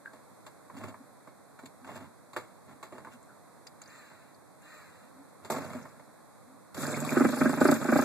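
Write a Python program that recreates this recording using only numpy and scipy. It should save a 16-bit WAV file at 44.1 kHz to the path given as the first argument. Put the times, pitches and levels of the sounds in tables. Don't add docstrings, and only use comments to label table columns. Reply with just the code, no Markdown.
import sys
import numpy as np
from scipy import signal
from scipy.fft import rfft, irfft, next_fast_len
from scipy.io import wavfile

SR = 44100
rng = np.random.default_rng(int(sys.argv[2]) if len(sys.argv) > 2 else 0)


def persist_wave(psi):
    counts = np.round(np.clip(psi, -1, 1) * 32767).astype(np.int16)
    wavfile.write(sys.argv[1], SR, np.atleast_2d(counts).T)


N = 354563
T = np.arange(N) / SR
PADDED = next_fast_len(N, True)
BINS = np.fft.rfftfreq(PADDED, 1 / SR)

# (frequency [Hz], gain [dB])
STREET_SPECTRUM = [(24, -72), (40, -78), (81, -14), (197, -4), (313, -4.5), (354, -9.5), (608, -3.5),
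                   (922, -6.5), (1090, -5), (2170, -19), (2780, -31.5), (4110, -21.5), (5250, -30),
                   (8790, -22), (14000, -31)]
# (frequency [Hz], side over mid [dB])
STREET_SIDE = [(60, 5), (110, 13), (200, 2.5), (370, 1), (690, -2), (1270, -14), (2330, 2), (4290, -2),
               (7890, 1), (14500, -0.5)]
# (frequency [Hz], t60 [s])
REVERB_DECAY = [(100, 0.19), (600, 0.44), (2000, 0.16), (5000, 0.04), (12000, 0.035)]
# (frequency [Hz], gain [dB])
REVERB_SEND = [(100, -1.5), (1200, -22), (2500, -4.5), (5000, -5.5), (14000, 3)]
# (frequency [Hz], side over mid [dB], lean to the left [-1..1])
STEREO_IMAGE = [(60, 12, -0.69), (131, 2, -0.92), (248, -9.5, -0.84), (503, -13.5, -0.27),
                (1100, -14, -0.88), (1670, -54, 0.83), (2800, 18, 0.77), (4200, -8.5, -0.92),
                (7500, 0, -0.16), (12000, -2, -0.15)]
# (centre time [s], relative level [dB], half-length [s])
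GLUGS = [(0.777, -49.5, 0.079), (0.89, -50, 0.062), (1.012, -48.5, 0.021), (1.647, -51, 0.039),
         (1.849, -50.5, 0.057), (2.033, -51.5, 0.04), (3.154, -54, 0.033), (5.194, -54, 0.092),
         (5.771, -46, 0.048), (6.511, -59, 0.12)]
# (time [s], hold [s], level [dB])
SCRAPES = [(0.756, .14, -59.5), (1.858, 0.045, -58), (1.924, 0.044, -52.5), (3.106, 0.042, -59)]
# (frequency [Hz], gain [dB])
SCRAPE_SPECTRUM = [(700, -30), (1500, 16), (2300, 3), (4100, -2), (6000, -5.5), (7400, 0.5), (9000, -10),
                   (14000, -10)]
# (time [s], hold [s], rattle level [dB])
ROCKING = [(0.732, 0.16, -53), (1.853, 0.19, -54.5), (2.665, 0.047, -56.5), (2.907, 0.18, -60),
           (5.416, 0.034, -57), (5.52, 0.27, -53)]
# (frequency [Hz], gain [dB])
RUMBLE_SPECTRUM = [(40, -43), (70, -30), (108, -1.5), (160, -7), (240, 3), (330, -7.5), (500, -19),
                   (1200, -60)]
# (frequency [Hz], bandwidth [Hz], gain [dB])
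FRAME_MODES = [(106, 41, 3.5), (247, 72, 3), (365, 133, 2.5), (636.5, 49, 11.5), (910, 193, 8.5),
               (1170, 155, 9.5), (1348, 173, 7), (1830, 286, 1), (2197, 147, -0.5), (4300, 1200, -13.5),
               (4760, 140, -11.5), (7200, 660, -14.5), (10700, 560, -25), (13100, 690, -24)]
# (time [s], clack level [dB], relative thud weight [dB], tick level [dB], chatter t60 [s], note [Hz])
KNOCKS = [(0.054, -57, -18, -76, 0.11, 1520), (0.133, -55, 3, -67.5, 0.36, 880),
          (0.465, -51, -9, -58.5, 0.083, 1050), (0.698, -50.5, -11, -80, 0.039, 1030),
          (0.766, -55, 2, -65, 0.19, 600), (0.811, -51, 4, -70, 0.15, 760),
          (0.837, -45.5, 5.5, -63.5, 0.026, 1100), (0.882, -51.5, 2, -63, 0.089, 610),
          (0.942, -50, -9, -85, 0.055, 1000), (1.272, -52.5, 1, -72, 0.12, 860),
          (1.59, -51.5, -8, -65.5, 0.12, 1450), (1.634, -59.5, 12, -72, .1, 630),
          (1.657, -61, -2, -56.5, 0.03, 1070), (1.846, -52, -16.5, -68, 0.093, 1560),
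          (1.874, -53, -16, -68, .04, 1150), (1.889, -46.5, 2.5, -71, 0.24, 1050),
          (1.915, -52, 5, -66, 0.17, 730), (1.957, -47, -2, -63, 0.21, 620),
          (2.332, -50.5, -2, -60, 0.14, 1110), (2.364, -35, -5.5, -50, .17, 1190),
          (2.828, -45.5, -3.5, -55.5, 0.16, 1100), (2.923, -50, 5, -68, 0.44, 570),
          (2.982, -50, -4, -67, 0.058, 1260), (3.048, -49.5, -19, -73, 0.02, 1490),
          (3.07, -49, -12, -80, 0.021, 1040), (3.668, -63, -14, -60, 0.025, 1190),
          (3.816, -57, -13, -61, 0.063, 1400), (4.111, -57.5, 3.5, -85, .1, 830),
          (5.448, -49.5, 3, -57, 0.27, 910), (5.4999, -33, 2.5, -49, 0.12, 688),
          (5.521, -38, 2, -53, 0.052, 910), (5.542, -41, -1, -64, 0.058, 746),
          (5.563, -41, -2.5, -55.5, 0.054, 645), (5.581, -40.5, 5, -58, .06, 617),
          (5.62, -48.5, 6, -62, 0.081, 610), (5.644, -47.5, 6, -61, 0.05, 640),
          (5.702, -47.5, -3, -63, 0.034, 690), (5.732, -48.5, -10, -64, 0.05, 1270),
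          (5.749, -52.5, 9, -66, .06, 800), (5.854, -49.5, -14, -78, 0.073, 1070),
          (5.996, -57, 4, -79, 0.12, 980), (6.745, -51, -15, -55, 0.071, 1170)]
# (frequency [Hz], gain [dB], t60 [s])
STEEL_MODES = [(363, -1, 0.11), (498, -2.5, 0.17), (665, -5, 0.17), (864, 0.5, 0.18), (1082, -0.5, 0.23),
               (1190, -1, 0.072), (1306, -1, 0.12), (1700, -4, .09), (1790, -5, .05), (2074, -10, .08),
               (2220, -6.5, 0.051)]
# (time [s], peak level [dB], pitch [Hz])
KEY_CLICKS = [(3.228, -53, 7500), (3.67, -40.5, 4950), (3.817, -41, 7050), (3.837, -50, 4460),
              (3.858, -51, 4630), (3.876, -52, 6200), (3.9, -58, 4550), (4.345, -55.5, 4510),
              (4.62, -54, 7400)]
# (frequency over pitch [ratio], gain [dB], t60 [s])
KEY_MODES = [(.87, -9, .01), (.94, -2, .012), (1, 1, 0.013), (1.1, -1, .01), (1.36, -5, 0.0083)]
# (frequency [Hz], gain [dB])
SERVO_HOUSING = [(300, -16), (650, 1), (900, -10), (1250, 7), (1550, 7.5), (1900, 6.5), (2150, 0),
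                 (2420, 0), (3200, -20), (4000, -2), (5800, -21), (7400, -1.5), (10000, -37), (14000, -10)]
# (frequency over servo pitch [ratio], gain [dB])
SERVO_MESHES = [(1, -1), (.945, -5.5), (.82, -6), (1.11, -7.5)]
# (centre time [s], pitch [Hz], relative level [dB], half-length [s])
SQUEALS = [(0.075, 1588, -58, 0.047), (3.298, 1430, -66.5, .04), (6.853, 1590, -47, 0.027),
           (7.055, 1097, -41.5, 0.019)]
# (time [s], pitch [Hz], level [dB])
STARTER_HUM = [(6.75, 106, -54.5), (6.84, 141.2, -41), (7.0, 147, -43.5), (7.12, 151, -43),
               (7.22, 156.4, -48)]
# (frequency [Hz], gain [dB])
STARTER_HOUSING = [(140, -1.5), (290, -2), (450, -7.5), (600, -2), (900, -6)]
# (frequency [Hz], gain [dB])
GEAR_SPECTRUM = [(40, -55), (75, -41), (110, -9.5), (170, 0.5), (260, -1.5), (350, -11), (470, -3.5),
                 (620, -3.5), (760, -12.5), (1200, -4.5), (1650, -7), (2050, -15.5), (2400, -17),
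                 (2750, -28), (4000, -90)]
# (lower edge [Hz], upper edge [Hz])
CLATTER_BANDS = [(3200, 4340), (4300, 5530), (5200, 6830), (7000, 8500), (8200, 9760), (9600, 12200),
                 (11500, 13600)]
# (frequency [Hz], gain [dB])
CLATTER_SPECTRUM = [(1880, -62), (3200, -7.5), (3780, -4.5), (4660, -5.5), (5900, -11), (7100, 0),
                    (7460, -0.5), (8920, -12.5), (9850, -7.5), (11800, -15.5), (13000, -6), (14000, -9)]
# (time [s], level [dB])
CLATTER_LEVEL = [(6.744, -58), (6.79, -48), (6.86, -46), (7.06, -49), (7.14, -46.5), (7.48, -48),
                 (7.575, -49), (7.66, -43.5), (7.755, -43.5), (7.785, -52), (7.87, -51), (7.98, -42.5),
                 (8.05, -46.5)]
# (time [s], peak level of the ping [dB], favoured note [Hz])
SLAPS = [(6.819, -33.5, 7670), (6.828, -33, 7450), (6.844, -36, 7600), (6.868, -32, 7200),
         (7.003, -31, 6940), (7.049, -34, 7700), (7.091, -40, 7600), (7.105, -31, 8030), (7.493, -33, 7500),
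         (7.526, -34, 7440), (7.606, -30.5, 7500), (7.644, -28, 7500), (7.679, -34, 8350),
         (7.713, -21, 7300), (7.741, -26.5, 7180), (7.843, -33, 7600), (7.917, -38, 7280),
         (7.95, -35, 7330), (8.013, -29, 7200)]
# (frequency [Hz], gain [dB], t60 [s])
BARREL_MODES = [(3760, -5, 0.009), (4540, -9, 0.012), (4950, -5, 0.012), (6370, -8, 0.0097),
                (7060, -3.5, 0.022), (7820, -2, 0.015), (10500, -3, 0.0081), (13100, -7, 0.0095)]
# (time [s], strength [dB])
CRANKINGS = [(5.566, -41), (5.606, -47), (5.748, -43.5), (6.777, -40.5), (6.829, -39), (6.878, -37),
             (6.924, -39), (6.972, -38.5), (7.02, -39.5), (7.068, -42)]
# (time [s], boom [dB], honk [dB], bark [dB], rasp [dB])
POPS = [(7.119, -31.5, -40, -44, -46), (7.168, -25, -24, -36.5, -31.5), (7.206, -20.5, -28, -32.5, -32),
        (7.249, -24.5, -26, -31.5, -33), (7.412, -24, -32, -37, -30.5), (7.456, -23, -30.5, -36, -31),
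        (7.494, -30.5, -37.5, -39.5, -50), (7.533, -35, -38.5, -38, -42), (7.574, -32.5, -43, -43, -46),
        (7.613, -23, -27.5, -27, -30), (7.652, -25, -23, -27.5, -28.5), (7.687, -21.5, -27.5, -27, -35.5),
        (7.719, -24.5, -34, -28, -33), (7.75, -38, -47, -43, -42), (7.813, -41, -50, -44, -47),
        (7.851, -36, -37, -35.5, -43), (7.886, -26.5, -31, -39, -33.5), (7.925, -24.5, -31, -27.5, -32),
        (7.958, -23.5, -38, -27.5, -34.5), (7.99, -26.5, -36, -28.5, -33), (8.021, -36, -40, -37, -38.5)]
# (frequency [Hz], gain [dB], t60 [s])
BOOM_MODES = [(149, -14.5, 0.066), (231, -8, 0.052), (259.2, 1, .07)]
HONK_MODES = [(345, 7, 0.05), (407, -7, 0.022)]
BARK_MODES = [(493, 1.5, 0.035), (604.5, 13, 0.042), (824, 8.5, 0.038)]
RASP_MODES = [(1083, -9, 0.079), (1190, 2, 0.038), (1248, 4.5, 0.037), (1323, 1.5, 0.037),
              (1488, 5.5, 0.049), (1633, 0, 0.067), (1805, -12, 0.085), (2030, -4, 0.029),
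              (2325, -12.5, 0.063), (2430, -17, 0.054)]

JAB_S, SECOND_TRY_S = 5.501, 6.743
COAST_STROKE_S = .04


def amp(db):
    return 10 ** (np.asarray(db) / 20)


def unit(x):
    return x / np.sqrt(np.mean(x ** 2) + 1e-20)


def curve_at(points, hz):
    f, value = np.transpose(points)
    return np.interp(np.log(hz + 1), np.log(f + 1), value)


def add(mix, s, sound):
    part = mix[max(round(s * SR), 0):][:len(sound)]
    part += sound[:len(part)]


def colour(x, points):
    return irfft(rfft(x, PADDED) * amp(curve_at(points, BINS)), PADDED)[:N]


def band(x, lo_hz, hi_hz):
    sections = signal.butter(3, [lo_hz, min(hi_hz, SR * .49)], "band", fs=SR, output="sos")
    return signal.sosfilt(sections, x)


def resonate(x, hz, width_hz):
    return signal.lfilter(*signal.iirpeak(hz, hz / width_hz, SR), x)


def level(s, db):
    return amp(np.interp(T, s, db, left=-150, right=-150))


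def gate(start, attack, hold, release):
    return np.clip((T - start) / attack, 0, 1) * np.clip(1 - (T - start - hold) / release, 0, 1)


def wander(rate_hz):
    return unit(np.interp(T * rate_hz, np.arange(4096), rng.standard_normal(4096)))


def grains(per_s, spread_db):
    impacts = (rng.random(N) < per_s / SR) * rng.choice([-1, 1], N)
    return unit(impacts * amp(spread_db * np.minimum(rng.exponential(1, N), 4)))


def pulse(turbulence, fade_s, echo_s, echo_gain):
    t = T[:SR // 16]
    rush = rng.standard_normal(len(t)) * np.exp(-t / fade_s)
    push = turbulence * rush / np.linalg.norm(rush) + (t == 0)
    return push + echo_gain * np.interp(t - echo_s * rng.uniform(.75, 1.25), t, push, left=0)


def ring(drive, modes, rise_s, tuning=1):
    t = T[:SR // 8]
    free = sum((-1) ** k * amp(db - 60 * t / t60) * np.sin(2 * np.pi * hz * tuning * t)
               for k, (hz, db, t60) in enumerate(modes))
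    return signal.fftconvolve(drive, (1 - np.exp(-t / rise_s)) * free)


def at_level(x, db):
    return x * amp(db) / np.sqrt(np.mean(x[:1100] ** 2) + 1e-20)


def street():
    mid, side = (colour(rng.standard_normal(N), STREET_SPECTRUM) for _ in range(2))
    gain = amp(-58 + .5 * wander(2.24)) / mid.std()
    side = colour(side, STREET_SIDE)
    return gain * np.array([mid + side, mid - side]) * amp([[-1.1], [1.1]])


def reverberation(x):
    shape = (2, SR // 2)
    echoes = rng.standard_normal(shape) * (rng.random(shape) < 2000 / SR) * (T[:SR // 2] > .003)
    hz, t, spectra = signal.stft(echoes, SR, nperseg=256)
    t60 = curve_at(REVERB_DECAY, hz)[:, None]
    tail = signal.istft(spectra * amp(-60 * t / t60) / np.sqrt(t60), SR)[1]
    tail /= np.linalg.norm(tail[0])
    return signal.fftconvolve(colour(x, REVERB_SEND)[None], tail, axes=1)[:, :N]


def stereo_pair(x):
    hz, side_db, lean = np.transpose(STEREO_IMAGE)
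    knots = np.linspace(0, SR / 2, num=64)
    scatter = np.cumsum(rng.uniform(1, 2.04, len(knots)) * (knots > 2600))
    phase = np.arccos(np.clip(curve_at(np.c_[hz, lean], BINS), -1, 1)) + np.interp(BINS, knots, scatter)
    response = amp(curve_at(np.c_[hz, side_db], BINS)) * np.exp(-1j * phase)
    side = irfft(rfft(x, PADDED) * response, PADDED)[:N]
    return np.array([x + side, x - side])


def fuel_glugs(tank_hz=257.8):
    out = np.zeros(N)
    for (s, db, half_s), detune in zip(GLUGS, rng.standard_normal(len(GLUGS))):
        t = np.arange(-half_s, half_s, 1 / SR)
        cycles = tank_hz * (1 + 0.065 * detune) * (t + 0.89 * t ** 2)
        add(out, s - half_s, amp(db + 3) * np.hanning(len(t)) ** 2 * np.sin(2 * np.pi * cycles))
    return out


def scrapes():
    motion = sum(amp(db) * gate(s, 0.02, hold, 0.017) for s, hold, db in SCRAPES)
    clumps = amp(2.9 * wander(140))
    return motion * unit(clumps * colour(grains(2200, 2.4), SCRAPE_SPECTRUM))


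def frame(x):
    return sum((-1) ** k * amp(db) * resonate(x, hz, width)
               for k, (hz, width, db) in enumerate(FRAME_MODES))


def rocking():
    motion = sum(amp(db) * gate(s, 0.017, hold, 0.065) for s, hold, db in ROCKING)
    rumble = amp(-0.5) * unit(colour(grains(900, 2.9), RUMBLE_SPECTRUM))
    rattle = unit(band(frame(grains(400, 0.42)), 330, 17000))
    return motion * (rumble + rattle)


def knocks(note_width_hz=42):
    out, t = np.zeros(N), T[:SR // 3]
    for s, db, weight_db, tick_db, t60, hz in KNOCKS:
        chatter = amp(-60 * t / t60) + 1.35 * np.exp(-t / 0.0089) + 0.23 * np.exp(-2 * t / t60)
        contacts = chatter * rng.standard_normal(len(t)) * (rng.random(len(t)) < 6000 / SR)
        body = frame(contacts + 4 * (t == 0))
        crack = pulse(0.76, 0.0017, .004, .3)
        own_mode = np.exp(-np.pi * note_width_hz * t) * np.sin(2 * np.pi * hz * t)
        note = signal.fftconvolve(crack, own_mode)[:len(t)]
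        steel = np.zeros(len(t))
        add(steel, 0, ring(crack, STEEL_MODES, 0.00054, 1 + 0.014 * rng.standard_normal()))
        clack = unit(band(body, 510, 2330)) + amp(-1) * unit(note) + amp(-2) * unit(steel)
        thud = at_level(band(body, 130, 580), db + weight_db - 6)
        tick = at_level(band(body, 3470, 22000), tick_db)
        add(out, s, thud + at_level(band(clack, 274, 4300), db) + tick)
    return out


def keys():
    out = np.zeros(N)
    for s, db, hz in KEY_CLICKS:
        ping = ring(pulse(2.4, 0.0027, 0.0021, 0.26), KEY_MODES, 0.00024, hz)
        add(out, s, amp(db) * ping / abs(ping).max())
    return out


def motor_whine(course, housing, waver, harmonics):
    s, hz, db = np.transpose(course)
    on = (T > s[0]) & (T < s[-1])
    pitch = (np.interp(T, s, hz) * (1 + waver * wander(160)))[on]
    cycles, out = np.cumsum(pitch) / SR, np.zeros(N)
    for k in range(1, harmonics + 1):
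        gain = amp(curve_at(housing, k * pitch)) * (1 + .5 * wander(70)[on])
        out[on] += gain * np.sin(2 * np.pi * (k * cycles + rng.random()))
    out[on] = unit(out[on])
    return out * level(s, db)


def valve_servo(starts_s=(3.83, 4.595), full_speed_hz=645, rise_s=.045, driven_s=0.14, coast_s=0.68):
    t = np.linspace(0, 0.5, num=40)
    lag = np.exp(-t / rise_s)
    speed = (1 - 0.3 * lag) * np.exp(-np.maximum(t - driven_s, 0) / coast_s)
    db = -54 + 20.5 * np.log2(speed) - 11 * lag
    courses = [np.c_[s + t, full_speed_hz * ratio * speed, db + mesh_db]
               for s in starts_s for ratio, mesh_db in SERVO_MESHES]
    whine = sum(motor_whine(course, SERVO_HOUSING, waver=0.0172, harmonics=12) for course in courses)
    hiss = sum(level(s + t, db) for s in starts_s) * unit(colour(grains(3400, 2.9), SERVO_HOUSING))
    return amp(-3.5) * whine + amp(-3) * hiss


def squeals(turn_s=.049):
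    out, unsteady, grip = np.zeros(N), wander(500), wander(300)
    chirps = [(6.946 + k * turn_s, 2370, -52, .013) for k in range(4)]
    for s, hz, db, half_s in SQUEALS + chirps:
        on = abs(T - s) < half_s
        cycles = np.cumsum(hz * (1 + 0.054 * unsteady[on])) / SR
        envelope = amp(db + 7.5 + 6.9 * grip[on]) * np.hanning(len(cycles)) ** 2
        out[on] += envelope * np.sin(2 * np.pi * cycles)
    return out


def starter():
    return motor_whine(STARTER_HUM, STARTER_HOUSING, waver=0.023, harmonics=6)


def unfired(s, db):
    return s, db + 0.5, db - 8.5, db - 6.5, db - 13.5


def strokes():
    rows = [unfired(s, db) for s, db in CRANKINGS]
    for pop, following in zip(POPS, POPS[1:]):
        gap = following[0] - pop[0]
        count = max(int(gap / COAST_STROKE_S + 1 / 4), 1)
        rows += [pop] + [unfired(pop[0] + gap * k / count, db=-35) for k in range(1, count)]
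    return np.array(rows + [POPS[-1]])


def crank_throb():
    starts = strokes()[:, 0]
    starts = np.sort(starts[starts > SECOND_TRY_S])
    return np.cos(2 * np.pi * np.interp(T - .006, starts, np.arange(len(starts))))


def jab_gain(db, crash_db, crash_s=0.044, fall_db_per_s=31.5):
    t = np.maximum(T - JAB_S, 0)
    envelope_db = db + crash_db * np.exp(-t / crash_s) - fall_db_per_s * t
    return gate(JAB_S, 0.0042, 0.28, 0.39) * amp(envelope_db)


def running_gain(db, reference_stroke_db=-45, spin_up_s=0.069):
    rows, t = strokes(), T - SECOND_TRY_S
    load_db = np.interp(T, rows[:, 0], rows[:, 1:].mean(axis=1)) - reference_stroke_db
    drive_db = np.interp(T, [POPS[0][0], STARTER_HUM[-1][0]], [1, 0])
    spin_up_db = -15 * np.clip(1 - t / spin_up_s, 0, 1)
    return np.clip(t / 0.007, 0, 1) * amp(db + 0.49 * load_db + drive_db + spin_up_db)


def gear_whirr(throb_db=3.5):
    envelope = jab_gain(-45.5, crash_db=-2) + running_gain(-40)
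    teeth = colour(grains(1800, 1.43), GEAR_SPECTRUM)
    crankcase = amp(-15.5) * unit(resonate(teeth, hz=613, width_hz=45))
    return envelope * amp(throb_db * crank_throb() + 1.1 * wander(150)) * unit(unit(teeth) + crankcase)


def clatter(fits_db=3, shudder_db=1.3):
    envelope = jab_gain(-55.5, crash_db=16) + level(*np.transpose(CLATTER_LEVEL))
    fits = [amp(fits_db * wander(75)) for _ in CLATTER_BANDS]
    rattles = [sum(fit * band(grains(4000, 1.2), lo, hi) for fit, (lo, hi) in zip(fits, CLATTER_BANDS))
               for _ in range(3)]
    shudder = amp(0.35 * crank_throb() + shudder_db * wander(130))
    return envelope * shudder * np.array([unit(colour(rattle, CLATTER_SPECTRUM)) for rattle in rattles])


def piston_slaps(spray_db=-19, spray_fade_s=0.012):
    out = np.zeros(N)
    for s, db, hz in SLAPS:
        ping = ring(pulse(1.1, 0.00072, 0.0013, .27), BARREL_MODES + [(hz, 2, .016)], 0.000091)
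        fade = np.exp(-T[:len(ping)] / spray_fade_s)
        spray = band(rng.standard_normal(len(ping)) * fade, 3600, 16000)
        add(out, s, amp(db) * (ping / abs(ping).max() + amp(spray_db) * spray))
    return out


def exhaust(port_open_share=.66, longest_stroke_s=.049):
    out, rows = np.zeros(N), strokes()
    lengths = np.minimum(np.diff(rows[:, 0], append=rows[-1, 0] + COAST_STROKE_S), longest_stroke_s)
    detunes = rng.standard_normal((len(rows), 2))
    for (s, boom_db, honk_db, bark_db, rasp_db), length, (low, high) in zip(rows, lengths, detunes):
        boom = ring(pulse(.15, 0.0043, .0039, 0.24), BOOM_MODES, .005, 1 + 0.041 * low)
        honk = -ring(pulse(.15, 0.0064, .0115, .15), HONK_MODES, 0.0044, 1 + 0.035 * high)
        bark = ring(pulse(.25, .0055, .0033, 0.57), BARK_MODES, 0.0018, 1 + 0.017 * high)
        rasp = ring(pulse(.5, 0.0083, .0046, 0.83), RASP_MODES, 0.0033, 1 + 0.0088 * high)
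        port = 1 / (1 + (T[:len(boom)] / (port_open_share * length)) ** 10)
        add(out, s + 0.00042, at_level(boom * port, boom_db))
        add(out, s - .0002, at_level(honk * port, honk_db))
        add(out, s - .002, at_level(bark * port, bark_db))
        add(out, s - .0005, at_level(rasp * port, rasp_db))
    return band(out, 126, 5200)


def scene():
    engine = exhaust() + gear_whirr() + starter() + squeals() + piston_slaps()
    machine = engine + keys() + valve_servo() + knocks() + rocking() + scrapes() + fuel_glugs()
    rattle = clatter()
    return stereo_pair(machine + 0.77 * rattle[0]) + rattle[1:] + reverberation(machine) + street()


def record(dry, notch_hz=3000, cutoff_hz=14150):
    notch = signal.iirnotch(notch_hz, 7, SR)
    notched = signal.lfilter(*notch, signal.lfilter(*notch, dry))
    lowpass = signal.firwin(511, cutoff_hz, window=("kaiser", 9), fs=SR)
    return signal.oaconvolve(notched, lowpass[None], "same")


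dry = scene()
out = record(dry)
persist_wave(out)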